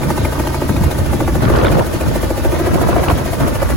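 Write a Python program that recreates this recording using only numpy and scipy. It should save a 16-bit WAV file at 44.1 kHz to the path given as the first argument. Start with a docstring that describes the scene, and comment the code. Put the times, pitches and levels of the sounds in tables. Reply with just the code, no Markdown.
"""A light two-blade piston helicopter hovers low over tarmac, its blades passing nearly fourteen times a second.
From the start each pass slaps (a train of pressure pulses) and swishes (noise bursts) over roar and hum; slap,
swish and roar return off the ground a few milliseconds later. Lumpy noise from the downwash buffets the two
microphone ports: early gusts, a stronger crackling one near 1.6 s, then, after the hardest slap at about 3 s,
another with two crackles."""
import sys
import numpy as np
from scipy import signal
from scipy.fft import rfft, irfft, next_fast_len
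from scipy.io import wavfile
from scipy.ndimage import uniform_filter1d, minimum_filter1d, map_coordinates

SR = 44100
rng = np.random.default_rng(int(sys.argv[2]) if len(sys.argv) > 2 else 0)


def to_wav(sig):
    """Store sig (one row per channel, or 1-D mono) as 16-bit WAV at the path in sys.argv[1].

    Samples outside -1..1 are clipped; the rate is SR.
    """
    pcm = np.clip(np.atleast_2d(sig), -1, 1) * 32767
    pcm = np.round(pcm).astype(np.int16)
    wavfile.write(sys.argv[1], SR, pcm.T)  # frames by channels


def gain_from_db(level_db):
    """Convert decibel levels to linear amplitude factors (20 dB per decade)."""
    decades = np.asarray(level_db, float) / 20
    return 10 ** decades


N = 165816  # samples, 3.76 s
t = np.arange(N) / SR

# Blade passes: t/s, relative slap level/dB, relative swish level/dB
BLADE_PASSES = [(0.035, -14, -27.5), (0.106, -8, -25), (0.1806, -9, -26), (0.2531, -11.5, -26.5),
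                (0.3271, -14.5, -27), (0.4, -12.5, -27), (0.4742, -7.5, -28.5), (0.5468, -9, -29),
                (0.6207, -9, -31), (0.695, -8.5, -28), (0.7673, -10.5, -29.5), (0.8407, -11, -26),
                (0.9143, -11, -26.5), (0.9873, -15, -27), (1.0618, -13, -29.5), (1.1347, -9, -28),
                (1.2085, -8, -28.5), (1.2811, -7.5, -29), (1.3547, -8, -28), (1.428, -10, -29),
                (1.5006, -4.5, -28), (1.5746, -6, -29), (1.647, -6.5, -31), (1.721, -8.5, -26.5),
                (1.7927, -11.5, -28.5), (1.867, -15, -29), (1.9398, -15, -27.5), (2.0127, -11, -29),
                (2.0852, -17.5, -29.5), (2.1597, -9, -25.5), (2.2324, -10, -26), (2.3062, -8, -29.5),
                (2.3785, -10.5, -28.5), (2.4503, -5.5, -26.5), (2.5238, -7.5, -27.5), (2.598, -10.5, -28.5),
                (2.6705, -10, -29.5), (2.7447, -10.5, -26), (2.816, -7, -26), (2.891, -8, -25.5),
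                (2.9655, -1.5, -27.5), (3.0395, -7.5, -25.5), (3.1137, -6, -24.5), (3.1869, -8.5, -29),
                (3.261, -12.5, -28), (3.3341, -9, -26), (3.4064, -7, -26.5), (3.4813, -11, -25.5),
                (3.5554, -13.5, -26.5), (3.6289, -6, -27), (3.703, -5.5, -25.5)]
# Attitude of the aircraft: t/s, extra delay of the ground path/s, ground share (0-1),
# first gap between strikes/s, weight of the late strikes/dB
ATTITUDE = [(0, 0.0033, 0.76, 0.0011, -7), (.7, 0.0031, 0.73, 0.0011, -11.5), (1.3, .0034, 0.6, 0.0013, -4),
            (1.9, 0.0032, 0.56, 0.0017, -10), (2.4, 0.0034, 0.6, .0017, -5.5),
            (2.65, 0.00303, 0.9, 0.00152, -3), (3.1, 0.003, 0.46, 0.0014, -11),
            (3.76, 0.0035, 0.59, 0.0016, -14)]


def unit(x):
    """Scale to rms 1."""
    return x / np.sqrt(np.mean(x ** 2) + 1e-20)


def along(points, hz):
    """Read a curve of (f/Hz, value) points on a log frequency axis."""
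    f, value = np.transpose(points)
    return np.interp(np.log(hz + 1), np.log(f + 1), value)


def curves(rows):
    """One value per sample for each column after the time."""
    s, *columns = np.transpose(rows)
    return [np.interp(t, s, column) for column in columns]


def wobble(rate):
    """A smooth random curve, rate knots a second (399 at most)."""
    knots = rng.standard_normal(int(N * 400 / SR) + 4)
    return map_coordinates(knots, [t * min(rate, 399)])


def filtered(x, response):
    """Filter x by a complex response of frequency."""
    m = next_fast_len(N + 8192)
    hz = np.fft.rfftfreq(m, 1 / SR)
    return irfft(rfft(x, m) * response(hz), m)[..., :N]


def noise(spectrum, patchy_db):
    """Two unrelated coloured noises, rms 1 together, sharing patches of random gain in time and frequency."""
    z = signal.stft(rng.standard_normal((2, N)), nperseg=512)[2]
    field = uniform_filter1d(rng.standard_normal(z.shape[1:]), 6, 0)
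    field = uniform_filter1d(field, 5, 1)
    pair = signal.istft(z * gain_from_db(patchy_db * unit(field)), nperseg=512)[1][:, :N]
    return unit(filtered(pair, lambda hz: gain_from_db(along(spectrum, hz))))


def crackles():
    """Sharp eddies on the ports: millisecond noise bursts, the same at both."""
    # Eddies: t/s, burst level/dB
    eddies = [(1.427, -20), (1.453, -17.5), (1.561, -15), (1.586, -14), (1.6142, -11.5), (1.650, -13),
              (1.6596, -11), (1.668, -15), (1.6837, -18), (1.7958, -18), (3.0853, -11), (3.102, -15)]
    # Colour of an eddy: f/Hz, relative level/dB per Hz
    eddy_spectrum = [(300, -8), (700, 0), (1500, -3), (3000, -8), (5000, -18), (9000, -70)]
    rise_s, fall_s = 0.0008, 0.0025
    bursts = 0
    for s, db in eddies:
        bursts = bursts + gain_from_db(db) * np.exp(-np.abs(t - s) / np.where(t < s, rise_s, fall_s))
    return bursts * noise(eddy_spectrum, patchy_db=4.5)[0]


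def wind():
    """Downwash on the ports: low rumble, buffet and higher flutter in lumps, plus crackling eddies."""
    # Gusts: t/s, rumble level/dB, buffet level/dB, flutter level/dB
    gusts = [(0.0, -37, -28.5, -26), (0.09, -24, -15, -23), (0.18, -33, -25.5, -46),
             (0.21, -14.5, -18.5, -23.5), (0.45, -44, -30, -28), (0.72, -28, -20, -31),
             (0.88, -15, -19, -24), (0.91, -30, -28.5, -27.5), (1.0, -18, -18.5, -27),
             (1.35, -19.5, -20, -34), (1.45, -15.5, -13.5, -16), (1.54, -9, -11.5, -15),
             (1.58, -16, -16, -13.5), (1.67, -16, -14.5, -11), (1.7, -16.5, -18, -20),
             (1.81, -21.5, -11, -17.5), (1.84, -29, -23, -25), (2.07, -24, -17.5, -25.5),
             (2.38, -19, -29.5, -30), (2.81, -20.5, -15, -18), (2.94, -17, -14.5, -17),
             (2.99, -11, -18, -19.5), (3.06, -34, -26, -25.5), (3.09, -15, -13, -10.5),
             (3.15, -10.5, -20, -30), (3.2, -28, -20, -20), (3.33, -13, -26, -28), (3.37, -46, -24, -28),
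             (3.41, -14, -14, -21), (3.54, -22, -26, -23), (3.56, -15.5, -27, -24), (3.76, -27, -15, -36)]
    # Colours of the three layers: f/Hz, relative level/dB per Hz
    rumble_spectrum = [(15, -57), (28, -22), (50, 0), (80, -2), (115, -6.5), (200, -52), (800, -110)]
    buffet_spectrum = [(50, -44), (90, -4), (130, -1.5), (200, -6), (300, -8.5), (500, -23), (1500, -71)]
    flutter_spectrum = [(100, -49), (250, -5), (500, 2.5), (800, -6.5), (1400, -9.5), (2500, -24),
                        (4500, -32), (7000, -48), (12000, -110)]
    # Likeness of rumble and buffet at the two ports: t/s, likeness (below 0 when wind pushes across them)
    across = [(0, 0.3), (.6, 0.69), (1.5, 0.37), (2.3, -0.36), (2.75, -0.65), (3.15, 0.28), (3.76, -0.55)]
    # Lumps of each layer: random knots per second, depth/dB before the weights below
    lump_settings = [(14, 2), (25, 3), (200, 4)]

    spectra = rumble_spectrum, buffet_spectrum, flutter_spectrum
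    likeness = 2 * curves(across) + [0]  # flutter is unrelated from port to port
    out = 0
    for level_db, spectrum, alike, (rate, lump_db) in zip(curves(gusts), spectra, likeness, lump_settings):
        common, opposed = noise(spectrum, patchy_db=2.5)
        turn = np.arccos(np.clip(alike, -1, 1)) / 2
        pair = np.cos(turn) * common + np.sin(turn) * np.array([opposed, -opposed])
        shared = wobble(rate)
        own = np.array([wobble(rate), wobble(rate)])
        lumps = gain_from_db(lump_db * (0.5 * shared + 0.7 * own))
        out = out + gain_from_db(level_db) * unit(lumps * pair)
    return out + crackles()


def hum():
    """Low orders of rotor, tail rotor and exhaust: sines that waver in level and phase."""
    # Steady tones: f/Hz, starting rms level/dB ahead of the ports, waver/dB, drift/dB per s
    orders = [(54.7, -29.5, -5.5, 0), (68.8, -27.5, 5.5, -4.5), (79.7, -27.5, 2, -0.5),
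              (137.4, -25, 3, -3.5)]
    total = 0
    for hz, db, waver_db, drift in orders:
        level = np.sqrt(2) * gain_from_db(db + drift * t + waver_db * wobble(5.04))
        phase = 0.71 * wobble(9) + 2 * np.pi * rng.random()
        total = total + level * np.sin(2 * np.pi * hz * t + phase)
    return total


def engine_roar():
    """Continuous low-heavy engine noise whose level wanders."""
    # Colour of the roar: f/Hz, relative level/dB per Hz
    roar_spectrum = [(40, -4), (100, 3.5), (300, 0), (700, -7.5), (1500, -15), (3000, -19.5), (6000, -23),
                     (12000, -46)]
    level = gain_from_db(-25.5 + 1.3 * wobble(29.62))
    return level * noise(roar_spectrum, patchy_db=2.5)


def pulsing(level_db, rise_s, fall_s):
    """Envelope that swells to each blade pass and falls away; overlapping passes add in power."""
    coarse = t[::16]
    gap = coarse - np.array(BLADE_PASSES)[:, :1]
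    shape = np.exp(-np.abs(gap) / np.where(gap < 0, rise_s, fall_s))
    return np.interp(t, coarse, np.sqrt(gain_from_db(level_db) ** 2 @ shape ** 2))


def blade_noise():
    """Trailing-edge swish, turbulent chop and tip crack: noises that peak as a blade comes round."""
    # Colours of the three noises: f/Hz, relative level/dB per Hz
    swish_spectrum = [(1500, 1.5), (3000, -1.5), (5000, -2), (7000, 0.5), (9000, 3), (11000, 3),
                      (15800, -0.5)]
    chop_spectrum = [(150, -62), (300, -3.5), (600, -3.5), (1000, -8), (2000, -13.5), (3500, -32),
                     (6000, -33.5), (12000, -62)]
    crack_spectrum = [(900, -17), (2200, 5.5), (4200, -4.5), (7000, -30)]
    s, slap_db, swish_db = np.transpose(BLADE_PASSES)

    floor = gain_from_db(swish_db.mean() - 9.5)  # swish left between passes
    swish = np.hypot(pulsing(swish_db, rise_s=0.017, fall_s=0.019), floor)
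    swish = swish * gain_from_db(0.83 * wobble(90))

    chop_db = slap_db - slap_db.mean() - 29.5 + 1.1 * s  # grows by 1.1 dB per s
    chop = pulsing(chop_db, rise_s=0.013, fall_s=0.033)
    chop = chop * gain_from_db(3 * wobble(150))  # ragged

    crack_db = swish_db - 1 - 1.3 * s  # fades by 1.3 dB per s against the swish
    crack = pulsing(crack_db, rise_s=0.004, fall_s=0.004)

    return (swish * noise(swish_spectrum, patchy_db=0.6)
            + chop * noise(chop_spectrum, patchy_db=0.0)
            + crack * noise(crack_spectrum, patchy_db=5.5))


def slap():
    """Each pass strikes a train of vortices: quick sharp pressure pulses, then wider and slower ones."""
    # Strikes of one train: share of the way from first to last gap, relative level/dB
    strikes = [(0, -13), (0, -6), (0, -8), (0, -3.5), (.2, -5), (.6, 4), (1, -4), (1, -2), (1, -10),
               (1, 0.5)]
    lead_s, last_gap_s = 0.005476, 0.002941  # the train's gaps are counted from lead_s ahead of the pass
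    jitter_s, scatter_db = 0.00007, 2.8  # random spread of each gap and each level
    width_share = 0.225  # pulse width over its gap

    s, db, _ = np.transpose(BLADE_PASSES)
    late, strike_db = np.transpose(strikes)
    first_gap, late_db = [c[(s * SR).astype(int), None] for c in curves(ATTITUDE)[2:]]
    gaps = first_gap + np.clip(late, 0, 1) * (last_gap_s - first_gap)
    draw = rng.standard_normal((len(s), 2, len(late)))
    when = s[:, None] - lead_s + np.cumsum(gaps + jitter_s * draw[:, 0], 1)
    size = gain_from_db(db[:, None] + strike_db + late * late_db + scatter_db * draw[:, 1])

    # a peak with a dip on either side, placed between samples
    index = np.round(when * SR).astype(int)[..., None] + np.arange(-160, 161)
    u = (index / SR - when[..., None]) / (width_share * gaps[..., None])
    pulse = size[..., None] * (1 - u ** 2) * np.exp(-u ** 2 / 2)
    return np.bincount(index.ravel(), pulse.ravel(), N + SR)[:N]


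def ground(x):
    """Direct sound plus its delayed bounce off rough ground, and a weaker one by way of the hull."""
    delay, share = curves(ATTITUDE)[:2]
    dull = filtered(x, lambda hz: 1 / (1 + 1j * hz / 2420))  # little returns above 2420 Hz

    def delayed(seconds):
        return np.array([np.interp(t - seconds, t, channel) for channel in dull])

    again = 0.18  # share that bounces once more between hull and ground
    return x + share * delayed(delay) + again * share ** 2 * delayed(2 * delay)


def ports(pair):
    """The aircraft at two ports: its noise alike in part, with a phase lead that depends on frequency."""
    # Phase between the ports: f/Hz, lead of the right/rad
    port_phase = [(0, 0), (4500, -1), (6250, 0), (15750, 4 * np.pi)]
    # Likeness of the noise at the ports: f/Hz, likeness (0-1)
    port_alike = [(100, 0.38), (1500, 0.7), (3000, 0.072), (5800, 0.019), (7000, 0.79), (15000, 0.89)]

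    def split(hz):
        turn = np.arccos(np.clip(along(port_alike, hz), 0, 1)) / 2
        return np.array([np.cos(turn), np.sin(turn)])

    def phase(hz):
        half_lead = np.interp(hz, *np.transpose(port_phase)) / 2
        return np.exp(1j * np.array([-half_lead, half_lead]))

    common, opposed = filtered(pair, split)
    return filtered(np.array([common + opposed, common - opposed]), phase)


def scene():
    """Wind on the ports, plus the aircraft: hum direct, all else also off the ground."""
    common_only = [[1], [0]]  # slap and hum feed only the part that both ports share
    gusts = wind()
    tones = hum() * common_only
    aircraft = engine_roar() + blade_noise() + slap() * common_only
    return gusts + ports(ground(aircraft) + tones)


def top_cut(x):
    """Nothing passes above the cut-off."""
    return signal.sosfilt(signal.butter(12, 17070, fs=SR, output="sos"), x)


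def record(dry):
    """Cut the top above 15.9 kHz, then limit the peaks of both ports together."""
    x = filtered(dry, lambda hz: hz < 15900)
    hold = int(0.012 * SR)  # 12 ms
    need = np.minimum(1, 0.95 / (np.abs(x).max(0) + 1e-9))
    gain = uniform_filter1d(minimum_filter1d(need, hold), hold // 2)
    return top_cut(x * gain)


dry = scene()
out = record(dry)
to_wav(out)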